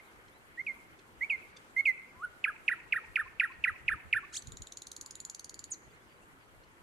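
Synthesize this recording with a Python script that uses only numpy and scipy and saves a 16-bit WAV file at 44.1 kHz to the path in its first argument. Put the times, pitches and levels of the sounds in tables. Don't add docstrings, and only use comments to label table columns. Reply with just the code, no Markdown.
import sys
import numpy as np
from scipy import signal
from scipy.fft import rfft, irfft, next_fast_len
from scipy.io import wavfile
from scipy.ndimage import uniform_filter1d

SR = 44100
rng = np.random.default_rng(int(sys.argv[2]) if len(sys.argv) > 2 else 0)


def boost(x):
    u = np.asarray(x, float) / 20
    return 10 ** u


def pcm_store(signal):
    levels = np.round(np.clip(np.atleast_2d(signal), -1, 1) * 32767)
    wavfile.write(sys.argv[1], SR, levels.astype(np.int16).T)


N = 300762
LEAD = 8820

# peak_s, level_db, half_width_s
GUSTS = [(0.919, -74, 0.027), (1.18, -78, 0.027), (2.18, -67.5, 0.012), (2.961, -67, 0.025),
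         (3.1, -71, 0.027), (3.25, -66, .035), (3.401, -74, .05), (3.59, -69, .035), (3.71, -57.5, 0.023),
         (3.86, -65, 0.051), (3.94, -56.5, 0.031), (4.065, -62, 0.02), (4.155, -62, 0.021),
         (4.475, -56.5, 0.032), (4.54, -60, 0.02), (4.615, -55, 0.018), (5.01, -68, 0.017),
         (5.13, -82, 0.016), (5.87, -71, 0.028), (6.59, -80, 0.034), (6.82, -78, 0.027)]
# freq_hz, level_db_per_hz
AIR_SPECTRUM = [(59, -35), (100, -8.5), (177, -2.5), (266, -2), (328, 0), (415, 4), (547, -9), (595, -5),
                (1610, -1), (2420, -9), (4020, -18.5), (6290, -22.5), (9820, -16.5), (15000, -42),
                (16000, -26)]
# freq_hz, correlation
AIR_CORRELATION = [(60, 0.75), (180, 1), (550, 0.54), (1650, -0.49), (4970, 0.036), (15000, 0.018)]
# freq_hz, left_minus_right_db
AIR_BALANCE = [(60, -4), (240, -1), (950, 2.0), (3770, -1.5), (15000, -0.5)]
# start_s, start_hz, end_hz, length_s, level_db
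FAR_SLURS = [(.035, 3600, 4200, .03, -77), (.066, 4150, 3330, .026, -75), (.32, 3400, 3900, .03, -75),
             (.35, 3950, 4030, .035, -75), (3.52, 3890, 4660, 0.013, -73), (3.54, 4650, 3980, .015, -74),
             (6.40, 5100, 4220, .05, -81), (5.845, 4500, 4100, .02, -80), (5.903, 3520, 3400, 0.013, -74),
             (5.908, 4500, 4850, .016, -75), (5.938, 4050, 4300, .018, -76), (6.003, 3300, 3550, .022, -77),
             (6.07, 5340, 4900, 0.018, -82), (6.092, 4950, 4450, .022, -80), (6.112, 4800, 4500, .018, -77),
             (6.128, 4800, 4550, .018, -80), (6.15, 4750, 4550, .016, -81), (6.168, 3850, 4050, .02, -77),
             (6.222, 2630, 2800, .018, -71)]
# freq_hz, left_minus_right_db
BIRD_BALANCE = [(900, 2.5), (2200, -5.5), (4300, 0), (6800, -4.5), (11000, -1.5)]
OVERTONES_DB = [-38.5, -40, -51, -51, -41.5, -34.5]
# freq_hz, gain_db
OPEN_THROAT = [(1200, -12), (2300, -26), (3200, -11.5), (4360, -9), (5500, -12), (6700, 0.5), (7800, -8),
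               (10000, -13), (12000, -36), (15500, -33)]
# freq_hz, gain_db
SOFT_THROAT = [(1200, -33), (2400, -10), (3600, -3), (4700, -4.5), (7000, -21), (10000, -26), (15500, -33)]
# start_s, length_s, start_rate_hz, end_rate_hz, level_db
TICKS = [
    (0.279, 0.012, 1080, 1005, -65),
    (0.988, .014, 917, 820, -63),
    (1.564, .015, 1205, 1130, -55),
    (6.631, 0.021, 1370, 1550, -70.5),
]
# time_s, pulse_rate_hz, level_db
RISING_BUZZ = [(4.324, 1245, -64), (4.335, 1425, -49), (4.345, 1720, -44), (4.356, 2230, -43.5),
               (4.364, 2790, -40.5), (4.371, 3360, -39.5), (4.379, 4500, -43.5), (4.383, 4940, -60)]
# start_s, peak_db, upper_pitch_hz, lower_pitch_hz
RATTLE = [(4.4215, -39, 6370, 4300), (4.471, -36.5, 6770, 4240), (4.5198, -36, 7000, 3930),
          (4.57, -34.5, 6850, 4200), (4.62, -31, 6680, 4140), (4.67, -38, 7120, 3970),
          (4.7215, -32, 6630, 4010), (4.771, -30.5, 6600, 4500), (4.8193, -33, 6800, 4140),
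          (4.869, -35, 6540, 4420), (4.9158, -31.5, 6560, 4200), (4.9639, -31, 6450, 4400),
          (5.011, -28, 6770, 4650), (5.0604, -34.5, 6840, 4660), (5.1082, -31.5, 6520, 5200),
          (5.1532, -33, 6800, 4050), (5.2014, -29.5, 6840, 4430), (5.2495, -28, 6840, 4420),
          (5.2976, -28, 6730, 4600), (5.3467, -31, 6600, 4600), (5.3941, -32, 6400, 4540),
          (5.444, -31, 6500, 4840), (5.4942, -31.5, 6620, 4550), (5.542, -36, 6680, 4640),
          (5.5915, -32.5, 6740, 4660), (5.64, -31, 6820, 4560)]
# time_s, lower_voice_db, top_partials_db
RATTLE_EFFORT = [(4.42, -51.5, -62), (4.68, -47, -69), (4.9, -44.5, -50), (5.2, -48.5, -57),
                 (5.4, -45, -53), (5.64, -47, -57)]
# time_s, pitch_hz, level_db
SLUR = [
    [(5.703, 10000, -64), (5.708, 9070, -52.5), (5.712, 8400, -47), (5.7145, 7500, -62),
     (5.717, 6780, -38.5), (5.723, 6810, -35.5), (5.732, 6250, -43.5), (5.742, 5900, -54),
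     (5.746, 5900, -62)],
    [(5.733, 5270, -68), (5.738, 4780, -60), (5.746, 4120, -55), (5.75, 3900, -66)],
]
# start_s, length_s, start_hz, end_hz, level_db
RISES = [
    (0.572, 0.046, 1804, 2258, -43),
    (1.2082, 0.044, 1910, 2426, -35),
    (1.763, .0495, 2025, 2255, -31.5),
]
# start_s, length_s, rest_hz, drop_hz, level_db
DROPS = [
    (-.075, 0.091, 2100, 520, -41.5),
    (.6645, 0.066, 2063, 509, -34),
    (1.2969, 0.071, 2066, 764, -28),
    (1.8535, 0.07, 1998, 702, -23.5),
]
# time_s, pitch_hz, level_db
SCOOP = [(2.141, 971, -70), (2.189, 1020, -58.5), (2.218, 1168, -51), (2.235, 1430, -37),
         (2.251, 1483, -33), (2.262, 1365, -49), (2.274, 1410, -87)]
# time_s, pitch_hz, level_db
SQUEAK = [(4.381, 7300, -54), (4.386, 7700, -52), (4.391, 7900, -49), (4.396, 7750, -62)]
# start_s, level_db, stretch_ratio, dip_hz, arch_top_hz
CHOOKS = [
    (2.4405, -25, 1.05, 1293, 1702),
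    (2.6793, -22, 0.98, 1390, 1960),
    (2.923, -23, 1.015, 1337, 1896),
    (3.157, -23, 1.01, 1290, 1828),
    (3.3974, -21, 0.98, 1390, 1917),
    (3.6390, -22.5, 1.03, 1313, 2007),
    (3.88, -22.5, 1.027, 1302, 1816),
    (4.127, -21.5, 1.01, 1403, 1798),
]
# peak_s, pitch_hz, level_db
PIPS = [
    (2.555, 904, -58),
    (2.79, 966, -58.5),
    (3.045, 890, -57),
    (3.269, 1053, -49),
    (3.511, 1052, -48.5),
    (3.749, 1045, -56),
    (3.988, 946, -57),
    (4.241, 1143, -49),
]

BREEZE_DB = -74.5
AIR_DB = -61
TRUNK_CLUMP_DB = 3.2
TICK_ATTACK_S, TICK_RELEASE_S = 0.004, 0.0066
RATTLE_TICK_S = 0.00327
TOP_SCATTER_DB = -2
RISE_ATTACK_S, RISE_RELEASE_S = 0.0028, 0.0033
SOFT_START = 0.94
SWELL_DB, SWELL_AT, SWELL_WIDTH = 5.5, 0.64, 0.3
DROOP_HZ = 170
DROP_S, FLICK_HZ, FLICK_S = 0.017, 453, 0.0019
DROP_ATTACK_S, DROP_RELEASE_S, DROP_FADE_DB_PER_S = 0.0056, 0.025, 105
CHOOK_S, DIP_S, ARCH_S = 0.072, 0.025, 0.037
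FALL_HZ, FALL_CURVE = 2800, 1.33
CHOOK_FLICK_HZ, CHOOK_FLICK_S = 540, 0.000656
ARCH_CURVE, SAG_HZ_PER_S = 1.77, 1330
STRIKE_ATTACK_S, STRIKE_HOLD_S, STRIKE_FADE_DB_PER_S = 0.0019, 0.0066, 1898
ARCH_DB, DIP_DB, CHOOK_RELEASE_S = -4.5, -9.5, 0.013


def at_hz(points, hz):
    points_hz, values = np.transpose(points)
    return np.interp(np.log(hz), np.log(points_hz), values)


def rms_one(x):
    return x / np.sqrt(np.mean(x ** 2) + 1e-20)


def band_pass(x, order, low_hz, high_hz):
    return signal.sosfilt(signal.butter(order, [low_hz, high_hz], "band", fs=SR, output="sos"), x)


def drift(rate_hz):
    pole = np.exp(-16 * np.pi * rate_hz / SR)
    white = rng.standard_normal((N + LEAD) // 8 + 3002)
    slow = signal.lfilter([1], [1, -2 * pole, pole * pole], white)[3000:]
    return np.interp(np.arange(N + LEAD) / 8, np.arange(len(slow)), rms_one(slow))


def wind():
    t = np.arange(N) / SR
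    gusts = sum(boost(db) * np.exp(-((t - s) / width_s) ** 2) for s, db, width_s in GUSTS)
    force = boost(BREEZE_DB) + gusts
    low = band_pass(rng.standard_normal((2, N)), 2, 26, 120)
    lumps = boost(2.3 * np.array([drift(7.1)[:N], drift(41)[:N]]))
    port_gain = boost(7 + np.array([[0.8], [-0.8]]))
    return force * port_gain * rms_one(low * lumps)


def air(patchy_db):
    out = 0
    together = drift(1.2)[:N]
    edges_hz = 100 * 2 ** np.arange(0, 7.6, 0.5)
    white = rng.standard_normal((2, 2, N))
    for k, (low_hz, high_hz) in enumerate(zip(edges_hz, edges_hz[1:])):
        mid, side = band_pass(white[k % 2], 2, low_hz, high_hz)
        hz = np.sqrt(low_hz * high_hz)
        alike = np.clip(at_hz(AIR_CORRELATION, hz), -1, 1)
        balance_db = at_hz(AIR_BALANCE, hz) * np.array([[0.5], [-0.5]])
        patches_db = patchy_db * (0.5 * together + drift(13.4)[:N])
        gain = boost(at_hz(AIR_SPECTRUM, hz) + balance_db + patches_db)
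        out = out + gain * (np.sqrt(1 + alike) * mid + np.sqrt(1 - alike) * side * [[1], [-1]])
    return boost(AIR_DB + 2.0) * rms_one(out)


def add(out, rows, partials, smooth_s=0.0019, rough=0.):
    s, hz, level_db = np.transpose(rows)
    at = np.arange(int(s[0] * SR), int(s[-1] * SR))
    smooth = max(int(smooth_s * SR), 1)
    hz = uniform_filter1d(np.interp(at / SR, s, hz), smooth, mode="nearest")
    jitter = rough * uniform_filter1d(rng.standard_normal(N // 40), size=16)[:len(at)]
    phase = np.cumsum(2 * np.pi * hz * (1 + jitter) / SR) + rng.uniform(0, 2 * np.pi)
    edge = np.minimum(np.minimum(at - at[0], at[-1] - at) / 22, 1)
    gain = np.interp(at / SR, s, boost(level_db))
    wave = sum(g * np.sin((k + 1) * phase + k * k) for k, g in enumerate(partials(hz, gain)))
    out[at + LEAD] += np.sqrt(2) * gain * edge * wave


def beak(hz):
    peak_db = 8.6 * np.exp(-((hz - 10400) / 1300) ** 2)
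    fall_db = np.clip(hz - 11500, 0, None) / 220
    return boost(peak_db - fall_db) * (hz < 16000)


def pure(hz, gain):
    effort = (gain / boost(-27)) ** 0.3
    return [1] + [boost(db) * effort * beak((k + 2) * hz) for k, db in enumerate(OVERTONES_DB)]


def hollow(hz, gain):
    gains = pure(hz, gain)
    octave_lift = boost(8 * np.exp(-((2 * hz - 3150) / 850) ** 2))
    return [1, gains[1] * octave_lift] + [g * boost(-5) for g in gains[2:]]


def buzzy(throat):
    def partials(hz, gain):
        return [boost(at_hz(throat, k * hz) - 2.6 * (k - 4)) * (k * hz < 16000) for k in np.arange(1, 13)]
    return partials


def breath(x, low_hz, high_hz, db):
    hiss = band_pass(rng.standard_normal(len(x)), 3, low_hz, high_hz)
    return boost(db) * hiss * np.sqrt(uniform_filter1d(x ** 2, size=120).clip(0))


def ramps_db(t, attack_s, release_s):
    return 20 * np.log10(np.clip(np.minimum(t / attack_s, (t[-1] - t) / release_s), 0.02, 1))


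def far_birds():
    out = np.zeros(N + LEAD)
    for s, start_hz, end_hz, length_s, level_db in FAR_SLURS:
        rows = [(s, start_hz, level_db + 1),
                (s + length_s / 2, (start_hz + end_hz) / 2, level_db),
                (s + length_s, end_hz, level_db - 3)]
        add(out, rows, pure)
    return out[LEAD:] * boost([[1.5], [-1.5]])


def trees(x, near_db, far_db):
    t = np.arange(SR) / SR
    sparse = rng.standard_normal((3, SR)) * boost(4 * rng.standard_normal((3, SR)))
    shared = 0.27 * sparse[0] + sparse[1:]
    near = boost(near_db - 60 * t / 0.08) * np.clip(t / 0.00069 - 1, 0, 1)
    far = boost(far_db - 60 * t / 0.65 + TRUNK_CLUMP_DB * drift(80)[:SR]) * np.minimum(t / 0.05, 1)
    size = next_fast_len(len(x) + SR)
    hz = np.arange(size // 2 + 1) * SR / size + 1
    small = (hz / 4000) ** 0.71
    dull = 1 / (1 + (hz / 9000) ** 2)
    scatter = small * rfft(shared * near, size) + dull * rfft(shared * far, size)
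    direct = boost(at_hz(BIRD_BALANCE, hz) * [[0.5], [-0.5]])
    return irfft(rfft(x, size) * (direct + scatter), size)[:, LEAD:LEAD + N]


def buzzes():
    ticks, rise = np.zeros((2, N + LEAD))
    for s, length_s, start_hz, end_hz, level_db in TICKS:
        t = np.linspace(0, length_s, num=30)
        hz = start_hz + (end_hz - start_hz) * t / length_s
        rows = np.c_[s + t, hz, level_db + ramps_db(t, TICK_ATTACK_S, TICK_RELEASE_S)]
        add(ticks, rows, buzzy(SOFT_THROAT), rough=0.13)
    add(rise, RISING_BUZZ, buzzy(OPEN_THROAT), rough=0.051)
    tick_hiss = breath(ticks, low_hz=2200, high_hz=7500, db=0.5)
    rise_hiss = breath(rise, low_hz=4500, high_hz=10200, db=-6.5)
    return ticks + tick_hiss + rise + rise_hiss


def rattle():
    out = np.zeros(N + LEAD)
    at_s, lower_db, tops_db = np.transpose(RATTLE_EFFORT)
    for k, (s, peak_db, upper_hz, lower_hz) in enumerate(RATTLE):
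        hz, db = upper_hz / 2, peak_db - 8
        top_db = np.interp(s, at_s, tops_db) + TOP_SCATTER_DB * np.sin(k * k) - db
        colour = boost(np.array([-22, 0.1, top_db, top_db - 13]))
        upper = [(s - 0.0001, hz * 1.014, db - 22),
                 (s + 0.18 * RATTLE_TICK_S, hz, db - 5.0),
                 (s + 0.75 * RATTLE_TICK_S, hz * 1.017, db),
                 (s + RATTLE_TICK_S, hz * 0.9, db - 26)]
        add(out, upper, lambda hz, gain: colour, smooth_s=0.00069, rough=0.16)
        low_db = np.interp(s, at_s, lower_db)
        lower = [(s - 0.0003, lower_hz * 1.205, low_db - 12),
                 (s + 0.29 * RATTLE_TICK_S, lower_hz * 1.004, low_db),
                 (s + 0.72 * RATTLE_TICK_S, lower_hz * 0.937, low_db - 1.5),
                 (s + 1.17 * RATTLE_TICK_S, lower_hz * 0.72, low_db - 14)]
        add(out, lower, pure, smooth_s=0.00039, rough=0.079)
    return out + breath(out, low_hz=5500, high_hz=10670, db=-4.0)


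def slur():
    out = np.zeros(N + LEAD)
    for rows in SLUR:
        add(out, rows, pure, rough=0.036)
    return out + breath(np.tanh(out / boost(-57)), low_hz=4500, high_hz=10000, db=-58.0)


def rise_note(s, length_s, start_hz, end_hz, level_db):
    t = np.linspace(0, length_s, num=100)
    share = t / length_s
    swell_db = SWELL_DB * np.exp(-((share - SWELL_AT) / SWELL_WIDTH) ** 2)
    attack_s = RISE_ATTACK_S * boost(SOFT_START * (-30 - level_db))
    hz = start_hz + (end_hz - start_hz) * share - DROOP_HZ * share ** 8
    return np.c_[s + t, hz, level_db + swell_db + ramps_db(t, attack_s, RISE_RELEASE_S)]


def drop_note(s, length_s, rest_hz, drop_hz, level_db):
    t = np.linspace(0, length_s, num=140)
    hz = rest_hz + drop_hz * np.exp(-t / DROP_S) + FLICK_HZ * np.exp(-t / FLICK_S)
    fade_db = -DROP_FADE_DB_PER_S * t
    return np.c_[s + t, hz, level_db + fade_db + ramps_db(t, DROP_ATTACK_S, DROP_RELEASE_S)]


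def chook_note(s, level_db, stretch, dip_hz, top_hz):
    t = np.linspace(0, CHOOK_S, num=200)
    after = np.clip(t - DIP_S, 0, None)
    arch = np.sin(np.pi * np.minimum(after / ARCH_S, 1)).clip(0) ** ARCH_CURVE
    fall = (FALL_HZ - dip_hz) * np.clip(1 - t / DIP_S, 0, 1) ** FALL_CURVE
    flick = CHOOK_FLICK_HZ * np.exp(-t / CHOOK_FLICK_S)
    arch_hz = top_hz - dip_hz + SAG_HZ_PER_S * ARCH_S / 2
    hz = dip_hz + fall + flick + arch_hz * arch - SAG_HZ_PER_S * after
    strike = boost(-STRIKE_FADE_DB_PER_S * np.clip(t - STRIKE_HOLD_S, 0, None))
    gain_db = 20 * np.log10(strike + boost(ARCH_DB + DIP_DB * (1 - arch)))
    ramp_db = ramps_db(t, STRIKE_ATTACK_S, CHOOK_RELEASE_S)
    return np.c_[s + t * stretch, hz, level_db - 2 + gain_db + ramp_db]


def pip_note(s, hz, level_db):
    return [(s - 0.014, hz * 0.94, level_db - 37), (s - 0.004, hz, level_db),
            (s + 0.005, hz, level_db - 9.0), (s + 0.015, hz * 1.22, level_db - 28)]


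def whistles():
    clear, chooks = np.zeros((2, N + LEAD))
    for rows in [rise_note(*row) for row in RISES] + [drop_note(*row) for row in DROPS] + [SQUEAK]:
        add(clear, rows, pure, rough=0.006)
    add(clear, SCOOP, hollow, rough=0.006)
    for row in CHOOKS:
        add(chooks, chook_note(*row), hollow, smooth_s=0.001, rough=0.02)
    for row in PIPS:
        add(clear, pip_note(*row), pure)
    arches = signal.sosfilt(signal.butter(8, 1950, fs=SR, output="sos"), chooks)
    chook_hiss = breath(arches, low_hz=9140, high_hz=11100, db=-23.5)
    clear_hiss = breath(clear, low_hz=5000, high_hz=10850, db=-58)
    flutter = boost(1.1 * drift(70))
    return (clear + chooks) * flutter + chook_hiss + clear_hiss


def scene():
    song = whistles() + buzzes() + rattle() + slur()
    return trees(song, near_db=-32.5, far_db=-51.0) + far_birds() + air(patchy_db=1.61) + wind()


def ragged_top(x):
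    ticks_s = np.array(RATTLE)[:, 0]
    at = np.arange(int(4.4 * SR), int(5.7 * SR))
    t, part = at / SR, x[:, at]
    last = np.clip(np.searchsorted(ticks_s - 0.003, t) - 1, 0, None)
    for edge_hz, longest_s in [(12600, 0.022), (11600, 0.09)]:
        held_s = rng.uniform(0.25, 1, len(ticks_s)) * longest_s
        shut = (t > 4.455) & (t < 5.665) & (t - ticks_s[last] > held_s[last])
        top = signal.sosfiltfilt(signal.butter(10, edge_hz, "high", fs=SR, output="sos"), part)
        part = part - top * uniform_filter1d(shut * 1., size=60)
    return np.c_[x[:, :at[0]], part, x[:, at[-1] + 1:]]


def low_pass(x):
    return signal.sosfilt(signal.butter(12, 16290, fs=SR, output="sos"), x)


def record(dry):
    cut = signal.sosfilt(signal.cheby2(10, 50, 16700, fs=SR, output="sos"), dry)
    mix = ragged_top(cut)
    return low_pass(mix)


dry = scene()
out = record(dry)
pcm_store(out)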